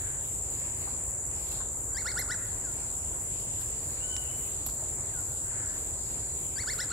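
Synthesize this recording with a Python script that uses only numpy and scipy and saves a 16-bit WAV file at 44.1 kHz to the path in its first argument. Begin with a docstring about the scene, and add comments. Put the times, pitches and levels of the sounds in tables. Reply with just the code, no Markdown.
"""Cicadas drone, a katydid on each side rasps and far traffic rumbles under leaf hiss throughout.
Filtered noise makes them: pulsed bands, gated bands and a drifting spectrum. Soft noise bands come and go
(hazy far calls, a leaf rustle, a short blip, echoes), far birds whistle, dry noise snaps and hollow
two-tone knocks fall, and a tick rings. At two and again at about six and a half seconds a woodpecker,
a stack of gliding partials, calls four short arched notes, answered by the forest's echo."""
import sys
import numpy as np
from scipy import signal
from scipy.fft import rfft, irfft
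from scipy.io import wavfile
from scipy.ndimage import uniform_filter1d

SR = 44100
rng = np.random.default_rng(int(sys.argv[2]) if len(sys.argv) > 2 else 0)


def file_out(sig):
    """Save sig as 16-bit WAV at sys.argv[1]."""
    # one column per channel
    cols = np.atleast_2d(sig).T
    # limit, then scale
    lim = np.clip(cols, -1, 1)
    pcm = np.round(lim * 32767).astype(np.int16)
    wavfile.write(sys.argv[1], SR, pcm)


N = 305172


def gain_of(db):
    """Logarithmic level: 20 dB is a factor of ten in amplitude."""
    return 10 ** (np.asarray(db) / 20)


def evened(x):
    """Power normalisation: scales to rms 1."""
    return x / np.sqrt(np.mean(x ** 2) + 1e-20)


def read(points, hz):
    """Spectral interpolation on a logarithmic frequency axis."""
    f, value = np.transpose(points)
    return np.interp(np.log(hz + 1), np.log(f + 1), value)


def add(mix, s, sound):
    """Superposition: mixes a sound in at time s; what falls before zero is cut."""
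    at = round(s * SR)
    sound = sound[..., max(-at, 0):]
    part = mix[..., max(at, 0):][..., :sound.shape[-1]]
    part += sound[..., :part.shape[-1]]


def flutter(rms, samples, size):
    """Random modulation: noise smoothed twice, scaled to the given rms."""
    smooth = uniform_filter1d(rng.standard_normal(size), samples)
    return rms * evened(uniform_filter1d(smooth, samples))


def band(hz, width, size=N):
    """Resonance: white noise through the same resonant response twice."""
    f = np.fft.rfftfreq(size, 1 / SR)
    response = 1 / (1 + (2 * (f - hz) / width) ** 2)
    return evened(irfft(rfft(rng.standard_normal(size)) * response, size))


def leaned(pair, lean_db):
    """Interaural level difference: shares lean_db (left minus right) between two channels."""
    return pair * gain_of([[lean_db / 2], [-lean_db / 2]])


def placed(x, lean_db, right_delay):
    """Localisation by level and by arrival time (samples) at two microphone ports."""
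    return leaned(np.array([x, np.roll(x, right_delay)]), lean_db)


def spread(hz, width, lean_db, same):
    """Partial coherence: echoes differ at each port, so only a share of the noise is alike."""
    left = band(hz, width)
    # The shared part reaches the right port six samples early
    right = same * np.roll(left, -6) + np.sqrt(1 - same ** 2) * band(hz, width)
    return leaned(np.array([left, right]), lean_db)


def forest(x, dull_hz, far_s=0.081, early_db=13):
    """Reverberation: near branches answer briefly at once; the far tree line sends a late, dull tail."""
    late_t60, early_t60 = 1.0, 0.23  # s
    t = np.arange(SR) / SR
    late = rng.standard_normal((2, SR)) * gain_of(-60 * t / late_t60)
    late *= 1 - np.exp(-(t / far_s) ** 4)
    late = signal.lfilter(*signal.butter(2, dull_hz, fs=SR), late + .5 * late[::-1])
    early = rng.standard_normal((2, SR)) * gain_of(-60 * t / early_t60) * (t > .002)
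    tail = late / np.linalg.norm(late[0])
    tail += gain_of(early_db) * early / np.linalg.norm(early[0])
    return signal.fftconvolve(x[None], tail, axes=1)[:, :N]


def air():
    """Broadband ambience: random short-time spectra, patchy in time and pitch, give rumble and leaf hiss."""
    # Overall spectrum: frequency_hz, relative_level_db_per_hz
    colour_points = [(20, -19), (45, 1), (75, 1), (130, -3.5), (190, -15), (380, -13), (950, -20),
                     (1300, -25.5), (2500, -27.5), (3400, -29), (5500, -30), (8500, -55), (11500, -28.5),
                     (15800, -36.5)]
    # Coherence of the two ports: frequency_hz, likeness (-1 to 1)
    likeness_points = [(300, 1), (480, 0.98), (800, 0.9), (1300, 0.58), (2000, -0.059), (3300, -0.66),
                       (5500, -0.39), (15000, -0.083)]
    # Stereo balance: frequency_hz, left_minus_right_db
    balance_points = [(450, 0), (1200, -3), (3300, -1.5), (6000, -2.5), (12000, -9.5), (15000, -3.5)]
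    # Leaf hiss, a moving broad peak: time_s, boost_db, centre_hz
    leaf_path = [(0, -1.5, 3700), (.9, 2.5, 3150), (1.05, -5.5, 3900), (1.3, -9, 3830), (1.36, 5, 4000),
                 (1.56, 6, 4000), (1.75, -8, 3700), (2.8, 1, 4000), (3.6, 2, 3660), (4.4, 3, 4360),
                 (5.2, -1, 4000), (5.9, 3.5, 4470), (6.92, -2, 4700)]
    level_db = -42.5  # rms over both ports

    frames, hz = N // 256 + 5, np.fft.rfftfreq(1024, 1 / SR)
    a, b, c, d, patches = rng.standard_normal((frames, 513, 5)).T
    patches = evened(uniform_filter1d(uniform_filter1d(patches, 30, 0), 20, 1))
    same = read(likeness_points, hz)[:, None]
    left = a + 1j * b
    right = same * left + np.sqrt(1 - same ** 2) * (c + 1j * d)
    spectra = np.array([left, right])
    # Patches reach full depth above 2500 Hz
    spectra *= gain_of(2.5 * patches * np.clip(hz / 2500, 0, 1)[:, None])

    s, leaf_db, centre_hz = np.transpose(leaf_path)
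    t = np.arange(frames) * 256 / SR
    log_distance = np.log((hz[:, None] + 1) / np.interp(t, s, centre_hz))
    leaf_peak = np.exp(-(log_distance / .5) ** 2)
    spectra *= gain_of(leaf_peak * np.interp(t, s, leaf_db))
    noise = signal.istft(spectra, nperseg=1024, noverlap=768)[1][:, :N]

    f = np.fft.rfftfreq(N, 1 / SR)
    half_balance = np.array([[.5], [-.5]]) * read(balance_points, f)
    colour = gain_of(read(colour_points, f) + half_balance)
    return gain_of(level_db) * evened(irfft(rfft(noise) * colour, N))


def pulses(per_s, depth, t, wander):
    """Amplitude modulation: swells once a cycle, at a slightly wandering rate."""
    drift = evened(uniform_filter1d(rng.standard_normal(len(t)), 6000))
    turns = np.cumsum(per_s * (1 + wander * drift)) / SR
    return evened(1 + depth * np.cos(2 * np.pi * turns))


def cicadas():
    """Pulsed resonance: each singer buckles its drum in quick pulses and swells slowly."""
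    # centre_hz, width_hz, level_db, pulses_per_s, pulse_depth (0-1), swell_period_s,
    # swell_peak_s, swell_db, left_minus_right_db
    singers = [(7036, 324, -40.5, 65, 0.06, 0.36, 0.18, 0.5, -0.5),
               (7380, 205, -40.5, 81, 0.35, 1.21, 0.58, 0, 4),
               (7658, 300, -38.5, 74, 0.23, 2.3, .8, 0.5, 0), (8060, 270, -47.5, 98, 0.4, 1.35, .2, 0.5, 3),
               (9610, 1030, -52, 86, 0.22, 1.083, 0.032, 2.5, 9),
               (9320, 1080, -48.5, 96, 0.34, 1.11, 0.66, 1, 3.5)]
    t, out = np.arange(N) / SR, np.zeros((2, N))
    for hz, width, db, per_s, depth, period, peak, swell_db, lean_db in singers:
        swell = gain_of(db + swell_db * np.cos(2 * np.pi * (t - peak) / period))
        out += swell * pulses(per_s, depth, t, 0.0388) * spread(hz, width, lean_db, 0.21)
    return out


def katydids():
    """Stridulation: noise gated by wing strokes, growing chirps at left, swelling rasps at right."""
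    # Left singer: end_s (strokes finish 4 ms before it), wing_strokes
    chirp_rows = [(.035, 4), (.293, 3), (.617, 5), (.833, 3), (1.122, 4), (1.55, 3), (2.49, 4), (2.781, 4),
                  (2.999, 4), (3.255, 4), (3.466, 3), (3.724, 5), (3.953, 4), (4.279, 4), (4.52, 4),
                  (4.762, 5), (4.974, 4), (5.225, 4), (5.501, 4), (5.805, 3), (6.482, 5), (6.826, 4)]
    # Right singer: start_s, length_s, level_db
    rasp_rows = [(.177, 0.3, -54), (.481, .14, -55), (.726, .23, -56), (1.321, 0.32, -52.5),
                 (2.77, .155, -63), (2.9, .155, -57), (3.047, .167, -58), (3.179, .24, -58),
                 (3.486, 0.22, -52.5), (3.746, .264, -54), (4.26, 0.36, -50), (4.603, 0.28, -56),
                 (5.205, .2, -53), (5.755, 0.21, -54), (5.955, .28, -55), (6.629, 0.25, -52)]
    strokes_per_s, first_gain = 44, 0.69  # the gain ramps from first_gain to 1
    chirp_db = -51.5  # before that ramp and the wing's resonances
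    chirps, rasps = np.zeros((2, N))
    for end, count in chirp_rows:
        u = np.arange(0, 1, strokes_per_s / count / SR)  # progress through the chirp
        strokes = evened(np.sin(np.pi * count * u) ** 2)
        strokes *= first_gain + (1 - first_gain) * u
        add(chirps, end - count / strokes_per_s - .004, gain_of(chirp_db) * strokes)
    for s, length, db in rasp_rows:
        add(rasps, s, gain_of(db) * np.hanning(round(length * SR)) ** 0.46)
    left_wing = spread(10930, 1700, 6.4, 0.25) + 0.36 * spread(14800, 2600, 5.8, 0.27)
    right_wing = spread(11100, 3100, -11.5, 0.3)
    return chirps * left_wing + rasps * right_wing


def struck_envelope(t, t60):
    """Exponential decay after a quick rise."""
    return (1 - np.exp(-t / .0025)) * gain_of(-60 * t / t60)


def snaps():
    """Impulsive noise: a crack band and a higher hiss band rise quickly and die away together."""
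    # start_s, hiss_db, crack_db, t60_s, left_minus_right_db
    snap_rows = [(1.266, -47, -70, 0.059, -11), (1.516, -47.5, -56, 0.08, -25), (1.972, -43, -58, .05, 1.5),
                 (2.191, -31, -51, 0.066, -13), (3.610, -37, -44, 0.059, -6), (4.164, -47, -39, 0.031, -1),
                 (4.662, -28, -42.5, 0.055, -13), (4.687, -45, -49, 0.15, -6)]
    out, size = np.zeros((2, N)), 8192
    t = np.arange(size) / SR
    for s, hiss_db, crack_db, t60, lean_db in snap_rows:
        hiss = gain_of(hiss_db) * band(11400, 2400, size)
        crack = gain_of(crack_db) * band(5300, 4500, size)
        add(out, s, placed(struck_envelope(t, t60) * (hiss + crack), lean_db, 0))
    return out


def knocks():
    """Damped modes: small hollow knocks ring briefly on two tones with a puff of noise."""
    # start_s, lower_tone_hz, lower_tone_level_db (before the rise and decay), t60_s
    knock_rows = [(.873, 800, -37, .06), (1.516, 2700, -47, .06), (1.602, 1070, -43.5, .12),
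                  (2.191, 420, -29.5, .04), (4.663, 750, -36, .035), (4.687, 1000, -37, .03),
                  (4.822, 620, -40, .1)]
    out, size = np.zeros((2, N)), 8192
    t = np.arange(size) / SR
    for s, hz, db, t60 in knock_rows:
        tones = np.sin(2 * np.pi * hz * t) + 0.35 * np.sin(2 * np.pi * 1.45 * hz * t)
        puff = .55 * band(1.3 * hz, hz, size)
        knock = gain_of(db) * struck_envelope(t, t60) * (tones + puff)
        add(out, s, np.tile(knock, (2, 1)))
    return out


def tick():
    """Modal ringing: something small and hard close by on the right is struck once, damped in a few cycles."""
    # start_s, right_level_db (before the modes' own levels), left_minus_right_db
    s, right_db, lean_db = (4.1656, -20, -7)
    # frequency_hz, relative_level_db, t60_s
    ringing_modes = [(8000, 0, .005), (5900, -2, .006), (3900, -11, .006), (2700, -17, .007)]
    out, t = np.zeros((2, N)), np.arange(1024) / SR
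    ring = sum(gain_of(db - 60 * t / t60) * np.sin(2 * np.pi * hz * t) for hz, db, t60 in ringing_modes)
    add(out, s, placed(gain_of(right_db + lean_db / 2) * ring, lean_db, 0))
    return out


def soft_bands():
    """Band-limited noise under smooth windows: hazy far calls, a leaf rustle, a short blip and echoes."""
    # start_s, length_s, level_db, centre_hz, width_hz
    band_rows = [(-.15, 0.49, -54.5, 1670, 600), (2.35, .14, -56, 1790, 200), (2.42, .2, -59, 1760, 250),
                 (3.55, .13, -57, 1650, 450), (4.015, .04, -56, 1780, 120), (5.33, 0.6, -51.5, 1680, 800),
                 (5.52, 0.22, -57, 1750, 90)]
    out = np.zeros((2, N))
    for s, length, db, hz, width in band_rows:
        size = round(length * SR)
        swell = np.hanning(size) * spread(hz, width, -2.3, 0.99)[:, :size]
        add(out, s, gain_of(db) * swell)
    return out


def whistle(hz, level_db, octave=0):
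    """Scintillation: pitch wavers and each partial flutters on its long path through leaves."""
    phase = 2 * np.pi * np.cumsum(hz * (1 + flutter(.004, 150, len(hz)))) / SR
    low, high = (gain_of(flutter(db, 300, len(hz))) for db in (1.6, 2.4))
    tone = low * np.sin(phase) + octave * high * np.sin(2 * phase)
    return np.sqrt(2) * gain_of(level_db) * tone * signal.windows.tukey(len(hz), .15)


def falling(landing_s, land_hz, db, loudest_s):
    """Frequency glide: slides down steadily, eases onto a low note, and swells then fades."""
    fall_s, linger_s = .125, .055
    swell_db_per_s, fade_db_per_s = 190, 30
    fall_hz_per_s, settle_hz = 11000, 150
    t = np.arange(-fall_s, linger_s, 1 / SR)
    hz = land_hz + settle_hz * np.logaddexp(0, -fall_hz_per_s * t / settle_hz)
    u = t - loudest_s
    swell_db = np.minimum(swell_db_per_s * u, -fade_db_per_s * u)
    return landing_s - fall_s, whistle(hz, db + swell_db)


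def arched():
    """Two-partial glide: climbs fast, sags slowly and drops at the end; its octave is the louder."""
    # time_s, fundamental_hz, fundamental_level_db, octave_above_fundamental_db
    arch_path = [(3.99, 1340, -69, 9), (4.01, 1400, -65, 7), (4.04, 1482, -61, 8), (4.08, 1495, -62, 1),
                 (4.11, 1512, -59, 9), (4.21, 1480, -62, 10), (4.245, 1455, -68, 9), (4.275, 1390, -70, 14),
                 (4.315, 1300, -72, 13)]
    s, hz, db, octave_db = np.transpose(arch_path)
    t = np.arange(s[0], s[-1], 1 / SR)
    octave = gain_of(np.interp(t, s, octave_db))
    return s[0], whistle(np.interp(t, s, hz), np.interp(t, s, db), octave)


def far_whistlers():
    """Direct and reverberant sound: far whistles to the left trail the forest's echoes."""
    # Falling whistles: landing_s, landing_hz, level_db, loudest_s (from landing)
    fall_rows = [(2.670, 1380, -56.5, -.02), (5.156, 1415, -54, .012)]
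    far = np.zeros(N)
    for row in fall_rows:
        add(far, *falling(*row))
    add(far, *arched())
    tail = forest(gain_of(-13) * far, dull_hz=3630, far_s=0.11, early_db=5)
    return placed(far, 11.0, 7) + tail


def note_pitch(t, opening_start, top_hz, opening_hz, hook_hz, catch_hz):
    """Frequency modulation: drops into an opening pitch, climbs with a catch, rounds over and drops."""
    climb_hz_per_s, climb_round_s = 25000, .006
    drop_hz_per_s, drop_round_s = 43000, .0096
    catch_depth_hz, catch_width_hz, ease_hz = 150, 90, 60
    hook_s = .005  # time constant of the first drop
    climb = top_hz - climb_hz_per_s * (np.hypot(t, climb_round_s) - climb_round_s)
    climb = climb - catch_depth_hz * np.exp(-((climb - catch_hz) / catch_width_hz) ** 2)
    hook = np.exp(-(t - opening_start) / hook_s - 1).clip(0, 1)
    opening = opening_hz + hook_hz * hook
    # A soft maximum eases the opening into the climb
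    climb = ease_hz * np.logaddexp(climb / ease_hz, opening / ease_hz)
    drop = top_hz - drop_hz_per_s * (np.hypot(t, drop_round_s) - drop_round_s)
    return np.where(t < 0, climb, drop)


def note(top_s, top_hz, opening_hz, hook_hz, catch_hz, effort_db, soft_db, bright_db):
    """Source and filter: the throat lifts or hides each gliding partial; upper ones flicker more."""
    # Voice organ: relative_level_db of the first four partials
    source_db = [-0.5, -5, -9.5, -15]
    # Throat response: frequency_hz, level_db
    throat_points = [(1050, -28), (1230, -16), (1430, -3.5), (2080, -6), (2290, -15.5), (3000, -19),
                     (3400, -13), (4250, -7), (4700, -1), (5600, -3), (6300, -15), (8000, -22)]
    # Loss of each partial by the note's end as the bill closes: change_db
    bill_db = [-4, -6, -1, -12]
    # Effort through the note: time_from_top_s, level_db
    effort_points = [(-.06, -41), (-.051, -5.5), (-.008, -1.5), (.008, -6), (0.023, -11), (0.032, -4)]
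    thin_hz, thin_db_per_hz = 1540, .05  # below this pitch the overtones are thin
    swell_in_s, flicker_db = .018, 1.2  # flicker rms is per partial number

    s, shape_db = np.transpose(effort_points)
    t = np.arange(s[0], s[-1], 1 / SR)
    hz = note_pitch(t, s[1], top_hz, opening_hz, hook_hz, catch_hz)
    phase = 2 * np.pi * np.cumsum(hz) / SR
    closing = np.linspace(0, 1, len(hz))
    thin_db = -thin_db_per_hz * np.maximum(thin_hz - hz, 0)
    opening_db = soft_db * np.exp(-((t - s[1]) / swell_in_s) ** 2)
    stack = np.zeros(len(hz))
    for k, (db, lost_db) in enumerate(zip(source_db, bill_db), 1):
        partial_db = db + read(throat_points, k * hz) + closing * lost_db
        if k > 1:
            partial_db += thin_db * 2 / k + bright_db
        if k < 3:
            partial_db += opening_db
        partial_db += flutter(flicker_db * k, 150, len(hz))
        stack += gain_of(partial_db) * np.sin(k * phase)
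    effort = gain_of(effort_db + np.interp(t, s, shape_db))
    return top_s + s[0], np.sqrt(2) * effort * stack * signal.windows.tukey(len(hz), .1)


def woodpecker():
    """Direct and reverberant sound: two runs of notes almost straight ahead, with the forest's tail."""
    # top_s, top_hz, opening_hz, first_drop_hz (into the opening), climb_catch_hz, effort_db,
    # opening_change_db (two low partials), overtones_change_db
    note_rows = [(1.997, 2245, 1568, 142, 1480, -31, -10, 0.5), (2.097, 2247, 1060, 0, 1554, -27, 1, 1.5),
                 (2.203, 2155, 1050, -1, 1590, -27, -2, -0.5), (2.328, 2030, 1050, 5, 1590, -27, 1, -1),
                 (6.613, 2290, 1543, 104, 1450, -30.5, -10, -0.5),
                 (6.715, 2265, 1057, -6, 1920, -29, -0.5, 3), (6.822, 2044, 1093, 0, 1590, -30, 1, 6.5),
                 (6.942, 2014, 1054, 4, 1580, -30, 3, 8)]
    near = np.zeros(N)
    for row in note_rows:
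        add(near, *note(*row))
    return placed(near, -0.31, 0) + forest(gain_of(-20.5) * near, dull_hz=1900)


def scene():
    """Superposition of all sources at the stereo microphone."""
    background = air() + cicadas() + katydids()
    events = snaps() + knocks() + tick() + soft_bands()
    return background + events + far_whistlers() + woodpecker()


def record(dry):
    """Band limitation: a linear-phase low-pass at the microphone's upper edge."""
    edge_hz = 15760
    low_pass = signal.firwin(1023, edge_hz, window=("kaiser", 9), fs=SR)
    return signal.oaconvolve(dry, low_pass[None], "same")


dry = scene()
out = record(dry)
file_out(out)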